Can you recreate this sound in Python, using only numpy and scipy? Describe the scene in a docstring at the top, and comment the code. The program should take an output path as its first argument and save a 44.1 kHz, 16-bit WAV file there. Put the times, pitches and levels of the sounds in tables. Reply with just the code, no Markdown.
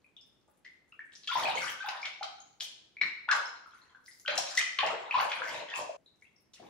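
"""Drips plink into a plastic tub of water, then a cat is lowered in and washed by hand in a small tiled room.
Each stroke of the hand frees swarms of bubbles that fizz and gurgle, and shoves the tub's rumbling walls.
Scooped water slaps the surface as bursts of noise, spray spatters in tiny ticks, wet films crackle.
A stereo pair hears it with the ring of the hard walls, over a faint steady hush. Near the end the sound
cuts abruptly, echoes included, to a later moment with a few drips and a hand dipping in."""
import sys
import numpy as np
from scipy import signal
from scipy.fft import rfft, irfft, next_fast_len
from scipy.io import wavfile
from scipy.ndimage import uniform_filter1d

SR = 44100
rng = np.random.default_rng(int(sys.argv[2]) if len(sys.argv) > 2 else 0)


def file_out(sig):
    """Save sig as 16-bit WAV at sys.argv[1]."""
    # one column per channel
    cols = np.atleast_2d(sig).T
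    # limit, then scale
    lim = np.clip(cols, -1, 1)
    pcm = np.round(lim * 32767).astype(np.int16)
    wavfile.write(sys.argv[1], SR, pcm)


N = 295205

# Strokes of the hand or the cat through the water. Each row: start in seconds, length in seconds,
# fizz pitch in Hz, fizz level in dB, gurgle pitch in Hz, gurgle level in dB, tub wall level in dB.
HAND_STROKES = [(1.294, 0.27, 2792, -38, 848, -37.5, -47.5), (1.554, 0.18, 3960, -41, 1584, -42.5, -54),
                (1.776, 0.23, 2725, -49.5, 1047, -49, -96), (2.015, 0.062, 3250, -46.5, 1020, -51, -89),
                (2.6, 0.06, 4000, -48, 720, -63.5, -90), (3.009, 0.07, 4170, -58, 1497, -53, -49.5),
                (3.281, 0.12, 1487, -35, 823, -47.5, -62), (3.648, 0.32, 3664, -72, 1328, -69, -78),
                (4.276, 0.14, 2426, -41.5, 897, -44.5, -51.5), (4.387, 0.2, 4760, -45.5, 1491, -52.5, -67),
                (4.564, 0.069, 2720, -33.5, 1640, -50, -60), (4.792, 0.14, 2190, -37.5, 682, -36, -49),
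                (4.927, 0.26, 1908, -52, 885, -51.5, -71.5), (5.137, 0.12, 2624, -36.5, 880, -33.5, -52.5),
                (5.289, 0.28, 1958, -42, 644, -49, -58.5), (5.467, 0.16, 3740, -45.5, 710, -44, -54),
                (5.678, 0.1, 2283, -43, 1223, -45.5, -87), (5.754, 0.083, 4440, -49, 748, -43, -51),
                (6.558, 0.15, 2170, -63, 613, -56.5, -51.5)]
# The clearest air pockets trapped by the hand and the cat.
# Each row: start in seconds, pitch in Hz, level in dB, swell in seconds.
AIR_POCKETS = [(1.279, 3206, -25, .0018), (1.289, 1365, -30, 0.0061), (1.312, 1040, -31.5, 0.0049),
               (1.32, 3480, -28.5, 0.004), (1.355, 936, -20, 0.0018), (1.454, 2430, -22, 0.0017),
               (1.573, 2138, -26, 0.0033), (1.668, 1470, -35, 0.0015), (1.802, 1530, -34, 0.0056),
               (1.842, 833, -36, 0.0065), (1.861, 1475, -29.5, 0.0016), (1.88, 798, -33.5, 0.0057),
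               (2.029, 2264, -28.5, 0.0021), (2.054, 2173, -30.5, 0.0033), (2.21, 783, -30.5, 0.0044),
               (2.226, 1264, -29, 0.00091), (2.607, 3340, -28, 0.0011), (3.013, 2188, -14, 0.0018),
               (3.019, 4010, -30, 0.0022), (3.288, 1458, -19, 0.0041), (3.312, 1586, -16, 0.0019),
               (3.33, 1103, -23, 0.0022), (4.251, 1470, -39, 0.0027), (4.261, 3000, -28, 0.00091),
               (4.28, 1505, -23, 0.0014), (4.284, 574, -28.5, 0.0065), (4.382, 715, -27, 0.0033),
               (4.576, 1970, -14.5, 0.0029), (4.789, 1086, -26, 0.0047), (4.83, 800, -22.5, 0.0034),
               (5.11, 2480, -18.5, 0.0012), (5.141, 1015, -18.5, 0.0033), (5.186, 1100, -22.5, .0018),
               (5.205, 806, -28, 0.0025), (5.317, 2360, -25, 0.0012), (5.419, 1500, -22.5, 0.00099),
               (5.738, 2585, -25.5, 0.0015), (5.787, 1005, -28, 0.002), (5.893, 614, -29.5, 0.0027),
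               (5.937, 627, -40, 0.0024)]
# Drops falling from the wet fur and hands. Each row: start in seconds, pitch in Hz, level in dB.
FALLING_DRIPS = [(0.044, 2390, -52.5), (0.166, 3455, -41), (0.21, 5100, -50.5), (0.649, 1910, -45),
                 (0.662, 2000, -40.5), (0.922, 2685, -44.5), (0.927, 1270, -52.5), (0.992, 1743, -32.5),
                 (2.402, 6510, -41.5), (2.968, 2240, -35.5), (3.016, 5220, -38), (3.456, 5260, -34),
                 (3.56, 4060, -49.5), (3.66, 1304, -42), (3.735, 1385, -44), (3.817, 4110, -52),
                 (3.948, 1520, -45), (4.08, 1977, -42), (4.117, 4940, -48.5), (6.061, 3870, -50),
                 (6.222, 2116, -47.5), (6.252, 2600, -53.5), (6.362, 5380, -55.5)]
# Water slapping the surface, the fur or the tub wall.
# Each row: start in seconds, level in dB, centre frequency in Hz.
WATER_SLAPS = [(0.478, -66, 690), (0.646, -57.5, 3400.0), (1.273, -33, 3150), (1.886, -30.5, 2800),
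               (2.054, -33.5, 3270), (2.229, -33.5, 3400), (2.605, -32, 3860), (3.014, -29, 2024),
               (3.287, -28.5, 1705), (3.312, -23.5, 3670), (4.278, -24, 2457), (4.377, -21.5, 5090),
               (4.574, -22.5, 5400), (4.787, -19, 2283), (5.317, -27.5, 2410), (6.534, -49, 5190)]
# Spray pattering on the water and the tub's rim.
# Each row: start in seconds, length in seconds, pitch in Hz, level in dB.
SPRAY_SPATTERS = [(1.118, .24, 5200, -57), (1.304, 0.18, 8940, -55.5), (1.573, .14, 8470, -50.5),
                  (2.601, 0.049, 7480, -43), (4.038, .2, 8020, -58), (5.136, .2, 4820, -53.5),
                  (5.43, 0.13, 8300, -54), (5.748, .06, 6370, -45.5)]
# Spectrum of the plastic walls' rumble. Each row: frequency in Hz, relative density in dB per Hz.
TUB_SPECTRUM = [(30, -24), (90, -3.5), (170, 1), (330, -2.5), (1200, -48.5)]
# How long the tiled room rings. Each row: frequency in Hz, time to fall by 60 dB in seconds.
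TILE_RING = [(600, 0.64), (4000, 0.62), (9000, 0.48), (15000, 0.08)]
# Standing waves between the hard walls. One column: frequency in Hz.
STANDING_WAVES_HZ = [317, 525, 940, 1020, 1504, 1554]
# Response of the microphones to the water. Each row: frequency in Hz, gain in dB.
MICROPHONE_RESPONSE = [(50, -29), (300, -10.5), (600, -1.9), (6800, -4), (8400, -9.5), (10500, -4.5),
                       (13000, -9), (15000, -3)]
# Spectrum of the quiet room. Each row: frequency in Hz, relative density in dB per Hz.
AIR_SPECTRUM = [(30, -23), (65, -8), (330, -7.5), (700, -16), (2500, -23.5), (15000, -43.5)]

CUT_S, TOP_HZ = 5.968, 15750  # the cut to a later moment; upper band limit
SPOTS = 5  # places in the tub, each with its own paths to the microphones

# how far the strongest bubbles of a swarm stand out, and the foam around them
FIZZ_WIDTH_OCT, FIZZ_SPREAD_DB, FIZZ_FOAM_DB = 0.8, 19, -16
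GURGLE_WIDTH_OCT, GURGLE_SPREAD_DB, GURGLE_FOAM_DB = 0.52, 13, -18
SPATTER_WIDTH_OCT, SPATTER_SPREAD_DB, SPATTER_MIST_DB = 0.7, 24, -15
# the gurgle comes once the hand is in deep, the shove reaches the walls late (shares of the stroke)
GURGLE_LAG, WALL_LAG = 0.26, 0.23
# a drip or a pocket breaks into a short run of bubbles: gap, loss at each step, scatter either way
RUN_GAP_S, RUN_LOSS_DB, RUN_SCATTER_OCT = 0.022, 12.5, 0.34
DRIP_SWELL_S = 0.0016
# flung drops: longest flight, level over the fizz, middle pitch, scatter either way; late ones are fainter
FLIGHT_S, DROP_DB, DROP_HZ, DROP_OCT = 0.21, 1, 3895, 0.95
DROP_FADE_DB_PER_S = 72
# swell of a slap at 0 dB; it doubles for every so many dB softer
SLAP_WIDTH_OCT, SLAP_SWELL_S, SLAP_SLOWING_DB = 0.62, 0.00075, 22
SPRAY_DB, SPRAY_S = -20, 0.015  # the spray of a slap: level against the slap, slower swell
STANDING_DB, STANDING_T60_S = -24, 0.5


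def surges():
    """List the swarms of every stroke: it first churns up fizz, then a low gurgle."""
    for s, length, fizz_hz, fizz_db, gurgle_hz, gurgle_db, _ in HAND_STROKES:
        yield s, length, fizz_db, fizz_hz, FIZZ_WIDTH_OCT, FIZZ_SPREAD_DB, FIZZ_FOAM_DB
        late = s + GURGLE_LAG * length
        gurgle_length = length * (1 - GURGLE_LAG / 2)
        yield (late, gurgle_length, gurgle_db, gurgle_hz,
               GURGLE_WIDTH_OCT, GURGLE_SPREAD_DB, GURGLE_FOAM_DB)


def swarms(rows, density, sink, ring):
    """Each row frees bubbles in a little foam; they grow by sink octaves, and the large ones ring longest."""
    out, t = np.zeros((SPOTS, N)), np.arange(SR // 50) / SR
    for s, length, db, centre, width, spread_db, foam_db in rows:
        push = stroke(length)
        count = int(density * length * width * np.sqrt(centre)) + 2  # small bubbles come in greater numbers
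        jitter, order, strength = rng.random((count, 3)).T
        when = (np.arange(count) + jitter) / count
        rank = np.argsort(order) / count  # all sizes, in any order
        offset = 2 * rank - 1
        hz = np.minimum(centre * 2 ** (1.43 * width * offset - sink * (when - .5)), TOP_HZ)
        # a few strong bubbles stand out, mostly of middling size
        gain = amp(spread_db * (strength ** 3 - offset ** 2 / 2))
        swell_s = ring / np.sqrt(hz[:, None])
        grains = gain[:, None] * bubble(t, hz[:, None], swell_s, chirp=0.047)
        index = (when * len(push)).astype(int)[:, None] + np.arange(len(t))
        swarm = unit(np.bincount(index.ravel(), grains.ravel(), len(push))[:len(push)])
        foam = amp(foam_db) * hiss(len(push), centre, width, skirt_db=-20)
        add(anywhere(out), s, amp(db) * push * unit(swarm + foam))
    return out


def stroke(length):
    """The strength of one push: a quick rise and a slower release."""
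    return np.sin(np.pi * np.linspace(0, 1, int(length * SR)) ** .5).clip(0) ** 0.35


def bubble(t, hz, swell_s, chirp):
    """A pinched-off bubble swells and rings out; its pitch climbs as it nears the surface."""
    glide = 1 + chirp * (np.minimum(t / swell_s, 10) / 2 - 1)
    return burst(t, swell_s) * np.sin(2 * np.pi * hz * t * glide)


def pinch_offs():
    """List single bubbles: short runs from drips and air pockets, and flung drops falling back."""
    drips = [(*drip, DRIP_SWELL_S) for drip in FALLING_DRIPS]
    for s, hz, db, swell_s in drips + list(AIR_POCKETS):
        yield s, hz, db, swell_s
        for k, (late, off) in enumerate(rng.uniform(-1, 1, size=(2, 2)), 1):
            start = s + RUN_GAP_S * (k + late / 2)
            yield start, hz * 2 ** (RUN_SCATTER_OCT * off), db - RUN_LOSS_DB * k, swell_s
    for s, length, _, fizz_db, *_ in HAND_STROKES:
        for late, off in rng.random(size=(5, 2)):
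            flight = FLIGHT_S * late
            hz = DROP_HZ * 2 ** (DROP_OCT * (2 * off - 1))
            yield s + flight, hz, fizz_db + DROP_DB - DROP_FADE_DB_PER_S * flight, DRIP_SWELL_S


def plinks():
    """The single bubbles, each begun by the wet tick of the surface closing."""
    out, t = np.zeros((SPOTS, N)), np.arange(SR // 16) / SR
    tick_shape = (1 - np.exp(-t / 0.00072)) * np.exp(-t / 0.0011)
    for s, hz, db, swell_s in pinch_offs():
        tick = amp(-14) * tick_shape * hiss(len(t), 1.6 * hz, width=0.3, skirt_db=-28)
        add(anywhere(out), s, amp(db) * (bubble(t, hz, swell_s, chirp=0.031) + tick))
    return out


def slaps():
    """Each slap is a short spitting burst and a softer spray; the louder the slap, the more sudden it is."""
    out, t = np.zeros((SPOTS, N)), np.arange(SR // 10) / SR
    for s, db, centre in WATER_SLAPS:
        contact = burst(t, SLAP_SWELL_S * 2 ** (-db / SLAP_SLOWING_DB))
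        spray = amp(SPRAY_DB) * burst(t, SPRAY_S)
        noise = hiss(len(t), centre, SLAP_WIDTH_OCT, skirt_db=-16.5)
        add(anywhere(out), s, amp(db) * (contact + spray) * noise)
    return out


def spatter():
    """Tiny droplets land as crisp ticks, too small to ring."""
    rows = [(s, length, db, hz, SPATTER_WIDTH_OCT, SPATTER_SPREAD_DB, SPATTER_MIST_DB)
            for s, length, hz, db in SPRAY_SPATTERS]
    return swarms(rows, density=7, sink=0, ring=.014)


def tub():
    """The plastic walls answer each stroke with a dull, low rumble."""
    force = np.zeros(N)
    for s, length, *_, db in HAND_STROKES:
        add(force, s + WALL_LAG * length, amp(db) * stroke(length))
    return force * coloured(rng.standard_normal(N), TUB_SPECTRUM)


def crackle(water, idle_db, spray_db):
    """Tiny films of water snap on wet fur all the time; churning makes them harder."""
    out, t = np.zeros((SPOTS, N)), np.arange(SR // 100) / SR
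    steepness = np.gradient(water.sum(0))  # fast, small bubbles spray most
    churn = np.sqrt(np.abs(uniform_filter1d(steepness ** 2, size=2000)))
    for when, size, strength in rng.random(size=(420, 3)):
        hardness = amp(idle_db) + amp(spray_db) * churn[int(when * N)]
        gain = hardness * amp(20 * (strength ** 4 - 1))
        snap = np.exp(-t / .0008) * hiss(len(t), 4500 * 2.7 ** size, width=.3, skirt_db=-30)
        add(anywhere(out), when * N / SR, gain * snap)
    return out


def room(wet_db, early_db, lead_s, left_db):
    """Stereo response: the direct path, a few bounces off the tub's walls, then the ring of the tiles."""
    hz, t, z = signal.stft(rng.standard_normal((2, SR * 2 // 3)), SR, nperseg=256)
    decay = amp(-60 * t / along(TILE_RING, hz)[:, None])
    onset = 1 - np.exp(-t / .004)
    tail = signal.istft(z * decay * onset, SR, nperseg=256)[1]
    response = amp(wet_db) * tail / np.linalg.norm(tail, axis=1, keepdims=True)
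    t = np.arange(response.shape[1]) / SR
    fade = amp(-60 * t / STANDING_T60_S)
    waves = np.exp(2j * np.pi * np.outer(STANDING_WAVES_HZ, t)) * fade * np.sqrt(2) / np.linalg.norm(fade)
    for ear in response:
        phases = np.exp(2j * np.pi * rng.random(len(waves)))
        ear += amp(STANDING_DB) * (phases @ waves).real
        bounces = rng.uniform(.001, .022, size=8)  # delays in seconds
        ear[(bounces * SR).astype(int)] += amp(early_db) * rng.choice([-1, 1], size=8)
    # the direct sound reaches the left first and a little louder
    response[0, 0] += amp(left_db)
    response[1, round(lead_s * SR)] += amp(-left_db)
    return response


def room_air():
    """The faint steady hush of the room, mostly bass, partly common to both microphones."""
    shared = coloured(rng.standard_normal(N), AIR_SPECTRUM)
    apart = coloured(rng.standard_normal((2, N)), AIR_SPECTRUM)
    return amp(-77.5) * shared + amp(-76.0) * apart


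def amp(db):
    """Decibels to gain."""
    return 10 ** (np.asarray(db) / 20)


def unit(x):
    """x at rms 1."""
    return x / np.sqrt(np.mean(x ** 2) + 1e-20)


def along(points, hz):
    """(Hz, value) points read on a log axis."""
    f, v = np.transpose(points)
    return np.interp(np.log(hz + 1), np.log(f), v)


def filtered(x, response):
    """x times a response of frequency."""
    n = x.shape[-1]
    m = next_fast_len(n + 4096)
    return irfft(rfft(x, m) * response(np.fft.rfftfreq(m, 1 / SR)), m)[..., :n]


def coloured(x, spectrum):
    """x shaped by a spectrum, at rms 1."""
    return unit(filtered(x, lambda hz: amp(along(spectrum, hz))))


def hiss(length, centre, width, skirt_db):
    """Noise of rms 1 around a centre pitch, on a broad skirt."""
    def band(hz):
        peak = np.exp(-(np.log2((hz + 1) / centre) / width) ** 2 / 2)
        return peak + amp(skirt_db) / (1 + (hz / centre) ** 2)
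    return unit(filtered(rng.standard_normal(length), band))


def burst(t, swell_s):
    """An envelope that peaks at 1 after swell_s and dies away."""
    return t / swell_s * np.exp(1 - t / swell_s)


def anywhere(spots):
    """The track of a random place in the tub."""
    return spots[rng.integers(SPOTS)]


def add(track, s, sound):
    """Mix a sound into the track at time s."""
    part = track[max(round(s * SR), 0):][:len(sound)]
    part += sound[:len(part)]


def scene():
    """The water in its room, cut to a later moment near the end; no echo carries over the cut."""
    rumble = tub()
    sloshing = swarms(surges(), density=12, sink=.38, ring=.062)
    water = plinks() + slaps() + sloshing + spatter() + crackle(sloshing, idle_db=-54, spray_db=20)
    water[0] += amp(-3.0) * rumble
    water = filtered(water, lambda hz: amp(along(MICROPHONE_RESPONSE, hz)))
    before = uniform_filter1d(1. 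* (np.arange(N) < CUT_S * SR), size=300)
    heard = np.zeros((2, N))
    for spot in water:
        response = room(wet_db=-1.7, early_db=-10, lead_s=.00005, left_db=1.1)
        for part in (before, 1 - before):
            echoed = signal.fftconvolve((spot * part)[None], response, axes=1)[:, :N]
            heard += part * echoed
    balanced = heard * amp([[.7], [-.7]])  # left a little louder
    # the long waves of the tub reach both ears alike
    return balanced + amp(-15.0) * rumble + room_air()


def record(dry):
    """Nothing is kept above the band limit."""
    return filtered(dry, lambda hz: hz < TOP_HZ)


dry = scene()
out = record(dry)
file_out(out)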